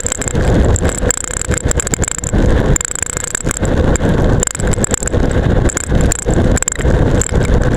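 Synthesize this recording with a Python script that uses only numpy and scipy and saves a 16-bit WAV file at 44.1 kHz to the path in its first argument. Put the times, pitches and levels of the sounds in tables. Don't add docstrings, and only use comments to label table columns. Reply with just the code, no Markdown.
import sys
import numpy as np
from scipy import signal
from scipy.fft import rfft, irfft, next_fast_len
from scipy.io import wavfile
from scipy.ndimage import uniform_filter1d

SR = 44100
rng = np.random.default_rng(int(sys.argv[2]) if len(sys.argv) > 2 else 0)


def linear_from_db(decibels):
    return 10 ** (np.asarray(decibels, float) / 20)


def dump(signal):
    limited = np.clip(np.atleast_2d(signal).T, -1, 1)
    pcm = np.round(limited * 32767).astype(np.int16)
    wavfile.write(sys.argv[1], SR, pcm)


N = 342216
RECOVER_DB_PER_S = 394

# start in seconds, peak in dB,
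# pitch in Hz, contact in ms, dive of the gain in dB.
CLINKS = [(0.4092, -11.5, 1630, 2.9, 1), (.868, -23, 7600, 4, -10), (1.0924, -6.5, 1640, 2, 5.5),
          (2.022, -13, 1570, 2.3, -9), (3.494, -9.5, 1540, 2.6, 7), (4.677, -11.5, 1570, 2.5, -2),
          (4.784, -25, 7900, 2, 4.5), (5.06, -12.5, 1540, 2.7, 2), (5.104, -26, 7700, 3, 0),
          (5.133, -34, 7500, 2.8, 0), (6.11, -11.5, 1690, 2.1, -2), (6.565, -12, 1660, 2.1, 5.5),
          (6.753, -13.5, 1940, 7.8, 19), (6.7546, -21, 3920, 8, 5), (6.8088, -7, 1880, 1.2, 12),
          (6.807, -18, 3020, 1.9, 1), (6.91, -12.5, 1640, 2.6, -1.5), (7.451, -15.5, 2280, 8.2, 8),
          (7.585, -40, 1500, 2.5, 8), (7.634, -11.5, 1580, 2.2, 3), (7.6837, -13.5, 1560, 2.5, 6.5),
          (7.734, -15, 1610, 3, -7)]
# frequency in Hz, level in dB per Hz.
TICK_SPECTRUM = [(1500, 1), (3500, 1), (5200, -1.5), (7300, 2), (9300, -13), (11000, -9.5), (13000, -25),
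                 (15300, -26), (16000, -60)]


def level(x, db):
    return x * linear_from_db(db) / np.sqrt(np.mean(x ** 2))


def modes(x, table, detune):
    out = 0
    for (hz, db, t60), d in zip(table, detune):
        pole = np.exp(2j * np.pi * hz * d / SR - np.log(1000) / (t60 * SR))
        out = out + linear_from_db(db) * signal.lfilter([1], [1, -pole], x).imag
    return out


def walk(rate):
    k = int(SR / rate)
    held = np.repeat(rng.standard_normal(N // k + 1), k)
    return 1.08 * uniform_filter1d(uniform_filter1d(held, k), k)[:N]


def colour(x, points, lo_hz=0, hi_hz=np.inf):
    size = next_fast_len(N)
    hz = np.arange(1, size // 2 + 2) * SR / size
    point_hz, point_db = np.array(points).T
    shape = linear_from_db(np.interp(np.log(hz), np.log(point_hz), point_db))
    return irfft(rfft(x, size) * shape * (hz >= lo_hz) * (hz < hi_hz), size)[:N]


def wind(shake_db):
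    # frequency in Hz, level in dB per Hz.
    wind_spectrum = [(8.8, -38), (15, -1.5), (38, 1.5), (76, 0), (282, -10.5), (516, -12.5), (1010, -27),
                     (1100, -23.5), (1280, -36.5), (1550, -23.5), (1650, -30), (1880, -37), (2100, -61),
                     (2240, -59), (2600, -67), (3380, -75), (5720, -120)]
    edges_hz = [0, 45, 90, 180, 360, 720, 1400, 3000]
    swell = 0.23 * walk(15) + 1.38 * walk(45)
    flutter = [walk(25) for _ in edges_hz]
    out = 0
    for k in range(len(edges_hz) - 1):
        db = swell + 1.21 * (flutter[k] + flutter[k + 1]) + shake_db * (edges_hz[k] < 50)
        band = colour(rng.standard_normal(N), wind_spectrum, edges_hz[k], edges_hz[k + 1])
        out = out + linear_from_db(db) * band
    return level(out, 0)


def chatter():
    # frequency in Hz, level in dB per Hz.
    chatter_spectrum = [(590, -32), (1000, -4.5), (1110, -21), (1290, -5), (1650, 1), (2180, -10.5),
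                        (2280, -17), (3710, -10.5), (5380, -40.5), (6940, -27.5), (9280, -41), (11000, -34),
                        (12500, -54), (14800, -46), (16000, -76)]
    hiss = linear_from_db(3.4 * walk(40)) * colour(rng.standard_normal(N), chatter_spectrum)
    size_db = np.minimum(3.9 * rng.exponential(size=N), 8.5) + 1.8 * walk(25)
    impulses = (rng.random(N) < 300 / SR) * linear_from_db(size_db)
    smear = signal.lfilter([1], [1, -.98], impulses) * rng.standard_normal(N)
    bright = level(colour(smear, TICK_SPECTRUM), -10.5)
    steady = level(colour(rng.standard_normal(N), TICK_SPECTRUM), -13.5)
    return level(hiss, 0) + bright + steady + level(colour(smear, chatter_spectrum), -2.5)


def handlebar(blows, road):
    # frequency in Hz, level in dB, t60 in seconds.
    boom = (495, -24, 0.083)
    return level(modes(blows + 0.019 * road, [boom], [1]), boom[1])


def spoke(blows, road):
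    # frequency in Hz, level in dB, t60 in seconds.
    thin_ring = (2117, -40, 0.21)
    return level(modes(blows + 0.0012 * road, [thin_ring], [1]), thin_ring[1])


def rattle():
    # start in seconds, shrill ring in dB, thud in dB, dive of
    # the gain in dB.
    mount_knocks = [(0.0035, -6.5, -33, 17.5), (0.035, -14, -23, 0), (0.0643, -0.5, -26, 11),
                    (0.0853, -10, -16, 8.5), (0.1199, 0, -5.5, 27), (0.1485, -9, -19, 20),
                    (0.174, -19, -44, 7), (0.2159, -7.5, -7, 18), (0.241, -14, -19, 9.5),
                    (0.2774, -2, -13.5, 17.5), (0.3086, -6.5, -14.5, 14), (0.761, -1, -44, 17.5),
                    (0.787, -6, -28, 15.5), (0.892, -10, -8, 12), (0.9176, -15, -18, 13),
                    (0.9473, -10, -16.5, 16), (0.9768, -15, -16.5, 18.5),
                    (1.1057, 7.5, -6.5, 31), (1.1396, -6.5, -17, 26), (1.1738, -4.5, -12, 27.5),
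                (1.205, -5.5, -21, 23.4), (1.2419, -2.5, -10, 24), (1.276, -5, -16, 19),
                (1.309, -8.5, -11.5, 20), (1.3356, -5.5, -12.5, 16), (1.368, -2, -11, 22.3),
                (1.3944, -12, -21, 10), (1.415, -0.5, -12, 26), (1.4469, -13, -12.5, 20),
                (1.5398, -9, -7, 13.3), (1.5718, -12, -17, 27), (1.6051, -10, -22, 18.5),
                (1.713, 3, -9, 23), (1.7972, 0.5, -8, 28), (1.8251, -12, -14.5, 15),
                (1.8705, -1, -12.5, 25.6), (1.938, 4.5, -3.5, 31.3), (1.966, -18, -20.5, 9),
                (2.0364, 0, -9.5, 28.6), (2.0787, -2, -7.5, 28), (2.1147, -2.5, -9, 24),
                (2.147, -5, -19, 26), (2.1845, -3, -11, 26.6), (2.238, -7, -37, 13),
                (2.269, -4.5, -25, 18.4), (2.2895, -9, -14.5, 17.5),
                    (2.7613, 3, -7, 28), (2.8076, -2, -8, 26.5), (2.847, -2.5, -13, 30),
               (2.8806, -7.5, -20.5, 21), (2.913, -3, -12.5, 24.6), (2.9542, -3, -14, 27),
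               (2.987, -6, -10.5, 23.4), (3.0255, 1.5, -7, 30), (3.063, -10, -14, 24),
               (3.097, -4.5, -14, 24.4), (3.13, -6.5, -14, 14.4), (3.1692, -2, -9, 18.5),
               (3.2023, -6, -17.5, 14), (3.241, -4, -11.5, 20), (3.274, -5.5, -16.5, 23),
               (3.305, -7.5, -17, 20), (3.348, 2, -6.5, 33), (3.373, -13, -23, 27),
               (3.406, -6.5, -16, 22.4), (3.5109, 3.5, -7.5, 29.3), (3.5404, -10, -16.5, 15),
               (3.569, -3.5, -20.5, 19.6), (3.6525, -11, -31, 7.4), (3.957, -1, -8, 23.3),
                    (4.3986, -17, -44, 4.8), (4.43, 2, -7.5, 31), (4.4706, 1.5, -7.5, 28), (4.5079, -5, -11, 32),
              (4.5488, -5, -10, 22.7), (4.5994, -9, -16, 10.7), (4.6738, -19, -16, 3.6),
              (4.7309, -9.5, -9.5, 19), (4.8429, 3, -13.5, 27), (4.8706, -17, -15.5, 13),
              (4.9094, -9.5, -18, 1), (4.9416, 6.5, -6.5, 36), (4.975, -11.5, -16.5, 23),
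              (5.0038, -14, -36, 10), (5.029, -4.5, -32, 16), (5.075, -1.5, -14, 21),
              (5.6903, -12, -11, 22.5), (5.7168, -19, -28, 18.3), (5.7709, 0.5, -6, 26.5),
              (5.8031, -5.5, -13, 23), (5.837, -4.5, -13, 21.5), (5.8645, -22, -30, 13.6),
                    (6.0094, -11, -13, 5.5), (6.12, 3, -20, 26), (6.1532, -6, -15, 27), (6.188, -5, -14, 25),
             (6.222, -10, -16, 22), (6.336, -10, -36, 8), (6.5741, -6, -11, 27.5), (6.625, 2.5, -5.5, 31.5),
             (6.6793, 3.5, -7, 29.5), (6.719, -3.5, -14.5, 27), (6.7557, -16, -18, 16.5),
             (6.795, -18, -46, -1.5), (6.8167, -17, -19, 11.5), (7.2149, 0, -13, 20),
             (7.236, -15, -13, 20.5), (7.2646, -2.5, -16, 20), (7.2924, -14, -9.5, 17.5),
             (7.451, -11.5, -10.5, 11.5)]
    return mount_knocks


def contacts(table, ms):
    scatter = np.exp(0.3 * rng.standard_normal(len(table)))
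    return [(*row[:3], ms * k) for row, k in zip(table, scatter)]


def knocks(table, pitch):
    # frequency in Hz, level in dB, t60 in seconds.
    ring_modes = [(7700, 15.5, 0.012), (7570, 12, 0.0047), (7900, 6, 0.018), (8400, -52, 0.0026)]
    body_modes = [(515, -13, 0.0082), (1610, 12, 0.0074), (2315, 2, 0.0084), (3124, -1, 0.012),
                  (3720, -7, 0.022), (5030, -7, 0.021), (6330, -40, 0.0084), (9650, 7, 0.004),
                  (11000, -23, 0.0026), (13000, -9, 0.0035), (15400, -24, 0.0026)]
    size = 1024
    t = np.arange(size) / SR
    chance = rng.standard_normal((len(table), 2, size))
    tune = 1 + 0.019 * rng.standard_normal((len(table), len(ring_modes) + len(body_modes)))
    bias_db = 1.7 * rng.standard_normal((len(table), len(body_modes)))
    fade = np.exp(-(t / 0.0081) ** 2)
    port = signal.butter(2, [6800, 8300], "bandpass", fs=SR, output="sos")
    tap = np.exp(-t / .00004)
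    out, blows = np.zeros(N + size), np.zeros(N + size)
    for (s, ring_db, thud_db, ms), (scrape, grit), detune, bias in zip(table, chance, tune, bias_db):
        contact = np.clip(t / (ms * 0.00071), 0, 1)
        push = np.sin(np.pi * contact ** 0.66) + 0.36 * contact * np.exp(-t / 0.0029)
        ring = modes(scrape * push, ring_modes, pitch * detune)
        ring = fade * (0.96 * ring + signal.sosfilt(port, ring))
        blow = tap + grit * (0.083 * np.exp(-t / 0.0022) + 0.037 * np.exp(-t / 0.0028))
        struck = [(hz, db + b, t60) for (hz, db, t60), b in zip(body_modes, bias)]
        thud = fade * modes(blow, struck, detune[len(ring_modes):])
        start = max(int((s - .0004) * SR), 0)
        out[start:start + size] += linear_from_db(ring_db) * ring / np.abs(ring).max()
        out[start:start + size] += linear_from_db(thud_db + 6.0) * thud / np.abs(thud).max()
        blows[start] += linear_from_db(thud_db)
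    return np.array([out[:N], blows[:N]])


def all_knocks():
    # start in seconds, shrill ring in dB, thud in dB.
    taps = [(0.1538, -8, -41), (0.4501, -21, -19), (0.4776, -20, -16), (0.6461, -17, -53),
            (0.8541, -24, -14.5), (0.9257, -9.5, -33), (0.9496, -14, -35), (0.9831, -8, -33),
            (1.1418, -8, -24), (1.4495, -8, -22), (1.5232, -22, -14), (1.5763, 0, -41), (1.7703, -22, -34),
            (1.8037, -8, -25), (3.066, -7.5, -39), (3.1355, -12, -28), (3.2795, -8, -42),
            (3.3762, -10, -21), (4.7372, -6.5, -19), (5.3148, -12.5, -29), (5.6982, -4.5, -27),
            (5.7264, -12, -26), (6.3065, -16, -43), (6.5781, -7, -26), (6.7893, -28, -17),
            (7.1831, -25, -28), (7.2413, -8, -43), (7.4286, -21, -21), (7.62, -21.5, -20),
            (7.7456, -17, -23.5)]
    rebounds = [(0.0084, -20, -46), (0.1246, -14, -32), (0.2223, -7, -26), (0.245, -22, -32),
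                (0.8987, -13, -32), (0.9182, -18, -27), (0.9559, -15, -39), (0.98, -21, -30),
                (1.1101, -13, -30), (1.1776, -13, -30), (1.2097, -16, -38), (1.2456, -18, -35),
                (1.2816, -17, -38), (1.3136, -17, -36), (1.3159, -26, -41), (1.5412, -16, -28),
                (1.8299, -22, -26), (1.8769, -17, -44), (1.9417, -15, -32), (2.0451, -11, -39),
                (2.1201, -17, -38), (2.1901, -15, -38), (2.2978, -16, -42), (2.9191, -13, -33),
                (2.961, -23, -48), (2.9913, -13, -34), (3.0294, -17, -33), (3.0695, -22, -42),
                (3.1016, -14, -30), (3.1724, -18, -31), (3.1746, -21, -41), (3.2104, -13, -33),
                (3.2459, -12, -30), (3.312, -15, -40), (3.3519, -17, -32), (3.3804, -22, -38),
                (3.4126, -23, -46), (3.4931, -28, -20), (3.5439, -23, -35), (3.9646, -18, -42),
                (4.4736, -13, -30), (4.5535, -12, -37), (4.6053, -15, -28), (4.7323, -24, -22),
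                (4.9761, -8, -32), (5.692, -14, -27), (5.6946, -29, -31), (5.7191, -22, -32),
                (5.7769, -14, -40), (5.8091, -9, -31), (5.8431, -22, -39), (5.8695, -19, -37),
                (6.1597, -14, -34), (6.1937, -10, -33), (6.2278, -9, -37), (6.5743, -6, -15),
                (6.7234, -11, -36), (6.7946, -25, -20), (6.8229, -17.5, -34), (7.2952, -31, -29)]
    main = knocks(contacts(rattle(), 3.07), 0.97)
    return main + knocks(contacts(taps, 2), 0.984) + knocks(contacts(rebounds, 2.5), 1.006)


def ticks():
    # start in seconds, peak in dB, brightest frequency
    # in Hz.
    loud_ticks = [(0.1018, -20, 6700), (0.3524, -24, 7400), (0.4093, -29, 7300), (0.4232, -28, 7600),
                  (0.4381, -27, 6900), (0.4675, -27, 7800), (0.4914, -30, 7300), (0.501, -25, 7000),
                  (0.527, -33, 5900), (0.5432, -25.5, 7700), (0.553, -26, 6400), (0.5999, -27, 4000),
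                  (0.6232, -30, 4000), (0.6329, -28, 6400), (0.6845, -31, 4000), (0.7426, -26, 7600),
                  (0.847, -30, 7700), (0.8816, -26, 6200), (1.0852, -30, 7700), (1.0917, -27, 9800),
                  (1.4831, -29, 7600), (1.5139, -21.5, 7400), (1.5719, -26, 7300), (1.6834, -29, 9400),
                  (1.6893, -25, 7700), (1.6953, -25, 7200), (1.8482, -33, 7000), (1.908, -29, 4000),
                  (1.9171, -28, 6200), (2.0232, -24, 6740), (2.2644, -35, 7500), (2.3505, -34, 4700),
                  (2.3849, -27, 7600), (2.4232, -27, 7300), (2.4591, -24.5, 6800), (2.5051, -24, 7700),
                  (2.6022, -26.5, 10700), (2.6863, -35, 7800), (2.7354, -31, 7600), (3.4463, -33, 6700),
                  (3.4625, -26, 7100), (3.4773, -28, 6760), (3.4875, -20.5, 7000), (3.4928, -27, 10600),
                  (3.5558, -32, 7200), (3.6427, -33, 7300), (3.6756, -38, 10700), (3.681, -33, 7500),
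                  (3.7729, -37, 4700), (4.0516, -26.5, 7700), (4.0907, -26, 10900), (4.1992, -33, 6900),
                  (4.2069, -33, 6100), (4.22, -31, 10900), (4.2431, -34, 4000),
                  (4.3327, -28, 7100), (4.5917, -26, 9000), (4.622, -39, 6500), (4.6502, -32, 7150),
            (4.7156, -21, 4700), (4.7639, -32, 7700), (4.8157, -30, 7000), (4.8268, -29, 7000),
            (5.0604, -29, 10500), (5.2304, -28, 6700), (5.2563, -25.5, 7100), (5.2959, -33, 7140),
            (5.4283, -38, 4000), (5.4347, -34, 4000), (5.455, -34, 6100), (5.6484, -37, 4030),
            (5.6625, -29, 4000), (5.7514, -36, 7700), (5.9052, -35, 4000), (5.9816, -34, 11000),
            (6.0373, -26, 7500), (6.0585, -26, 10900), (6.0625, -27, 7400), (6.0661, -32, 7000),
            (6.1111, -25, 5800), (6.2474, -29, 7100), (6.3251, -36, 10900), (6.3662, -33, 7600),
            (6.4182, -31, 9900), (6.445, -28, 7700), (6.456, -33, 7000), (6.516, -26, 4000),
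            (6.5623, -23, 10700), (6.8842, -31, 6900), (6.9028, -27, 7000), (6.9114, -31, 4000),
            (6.9229, -29, 7540), (6.9439, -36, 7500), (6.9732, -40, 7500), (7.1139, -26.5, 6900),
            (7.1465, -25, 7700), (7.1541, -26, 7000), (7.1961, -24, 7100), (7.2035, -25, 4000),
            (7.3083, -34, 6900), (7.3217, -32, 6240), (7.3554, -26.5, 7800), (7.4052, -32, 6300),
            (7.439, -24, 5500), (7.4819, -27.5, 7700), (7.5402, -24.5, 4000), (7.635, -22, 6000),
            (7.6584, -31, 4000), (7.6703, -31, 7500), (7.7338, -29, 4000)]
    rows = loud_ticks
    t, out = np.arange(512) / SR, np.zeros((2, N + 512))
    push = (1 - np.exp(-t / 0.00026)) * np.exp(-t / 0.0014)
    for (s, db, hz), rub in zip(rows, rng.standard_normal((len(rows), 2, len(t)))):
        mode = [(hz, 0, 0.0014)]
        narrow = modes(modes(push * rub[0], mode, [1]), mode, [1])
        pair = np.array([narrow / np.abs(narrow).max(), push * rub[1]])
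        out[:, int(s * SR):][:, :len(t)] += linear_from_db(db) * pair
    broad = colour(out[1, :N], TICK_SPECTRUM)
    return linear_from_db(-1.0) * out[0, :N] + linear_from_db(9.0) * broad


def clinks():
    t, out = np.arange(768) / SR, np.zeros(N + 768)
    for (s, db, hz, ms, _), rub in zip(CLINKS, rng.standard_normal((len(CLINKS), len(t)))):
        contact = np.sin(np.pi * np.clip(t / (ms * 0.00076), 0, 1))
        glide = np.sin(2 * np.pi * hz * t * (1.03 - 8 * t))
        ring = modes(contact * (0.9 * rub + glide), [(hz, 0, .009)], [1])
        out[int(s * SR):][:len(t)] += linear_from_db(db) * ring / np.abs(ring).max()
    return out[:N]


def slapped(x):
    # start in seconds, signed swing as a share of full scale.
    slaps = [(.6017, .82), (0.678, -.84), (1.6612, 0.8), (2.4724, .92), (2.601, -0.74), (2.7395, 1.05),
             (3.7456, 1.02), (3.8193, 0.76), (3.918, -.83), (4.22, 0.88), (4.3363, 0.87), (4.385, -1.02),
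             (4.7021, 0.83), (5.1786, 0.95), (5.2178, 0.86), (5.2847, .99), (5.4004, 0.94), (5.4688, 0.93),
             (5.537, 1.05), (5.6241, 0.91), (5.965, -.94), (6.43, -0.85), (6.457, -1.1), (6.5239, -0.85),
             (6.5376, .99), (6.9353, -.94), (7.0092, -0.92), (7.382, -0.98), (7.5667, 0.85), (7.5839, 1.02),
             (7.6844, -0.95)]
    t, push, share = np.arange(N) / SR, np.zeros(N), np.zeros(N)
    for s, swing in slaps:
        span = slice(int((s - .01) * SR), int((s + .01) * SR))
        share[span] = np.exp(-((t[span] - s) / 0.0016) ** 2)
        push[span] = swing * share[span]
    return x * (1 - 0.85 * share) + push


def gain_dive():
    t, dive = np.arange(N) / SR, np.zeros(N)
    for s, *_, dive_db in rattle() + CLINKS:
        span = slice(int(s * SR), int((s + .15) * SR))
        since = t[span] - s
        climb = dive_db - RECOVER_DB_PER_S * np.maximum(since - .010, 0)
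        shape = np.minimum(dive_db * since / 0.0059, climb)
        dive[span] = np.maximum(dive[span], shape)
    return dive


def duck(x):
    dive_db = 8
    since, dip = np.arange(2048) / SR, np.zeros(N + 2048)
    climb = dive_db - RECOVER_DB_PER_S * np.maximum(since - 0.008, 0)
    shape = np.minimum(dive_db * since / 0.0032, climb)
    over = np.flatnonzero(np.abs(x) > 0.89)
    for i in over[np.diff(over, prepend=-N) > SR / 50]:
        dip[i:i + len(since)] = np.maximum(dip[i:i + len(since)], shape)
    return x * linear_from_db(-dip[:N])


def scene():
    # time in seconds, level in dB.
    gusts = [(0.0, -23), (0.18, -14.5), (0.36, -14.5), (0.56, -10), (1.08, -11), (1.3, -14.5), (1.8, -10),
             (2.0, -7.5), (2.17, -11.5), (2.35, -9.5), (2.71, -11), (3.2, -16), (3.45, -11), (4.33, -8.5),
             (4.51, -12.5), (4.69, -10.5), (5.9, -10.5), (7.76, -10)]
    wind_db = np.interp(np.arange(N) / SR, *np.transpose(gusts))
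    chatter_db = -34 + 0.05 * (wind_db - wind_db.mean())
    hits, blows = all_knocks()
    road = rng.standard_normal(N)
    dive = gain_dive()
    bed = linear_from_db(wind_db) * wind(0.155 * dive)
    bed = bed + linear_from_db(chatter_db + 0.24 * dive) * chatter()
    bed = bed + linear_from_db(0.16 * dive) * handlebar(blows, road)
    bed = bed + linear_from_db(0.31 * dive) * spoke(blows, road)
    return (duck(slapped(bed * linear_from_db(0.8 - dive))) + hits + clinks() + ticks())[None]


def low_pass(x):
    return signal.sosfilt(signal.butter(12, 16380, fs=SR, output="sos"), x)


def record(dry):
    knee = 0.99
    dry = dry - 0.035 * np.clip(dry, -1.5, 1.5) ** 2
    over = np.maximum(np.abs(dry) - knee, 0)
    top = np.sign(dry) * (np.minimum(np.abs(dry), knee) + (1 - knee) * np.tanh(over / (1 - knee)))
    top = signal.sosfilt(signal.ellip(6, .2, 45, 15350, fs=SR, output="sos"), top)
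    return low_pass(top - .0095)


dry = scene()
out = record(dry)
dump(out)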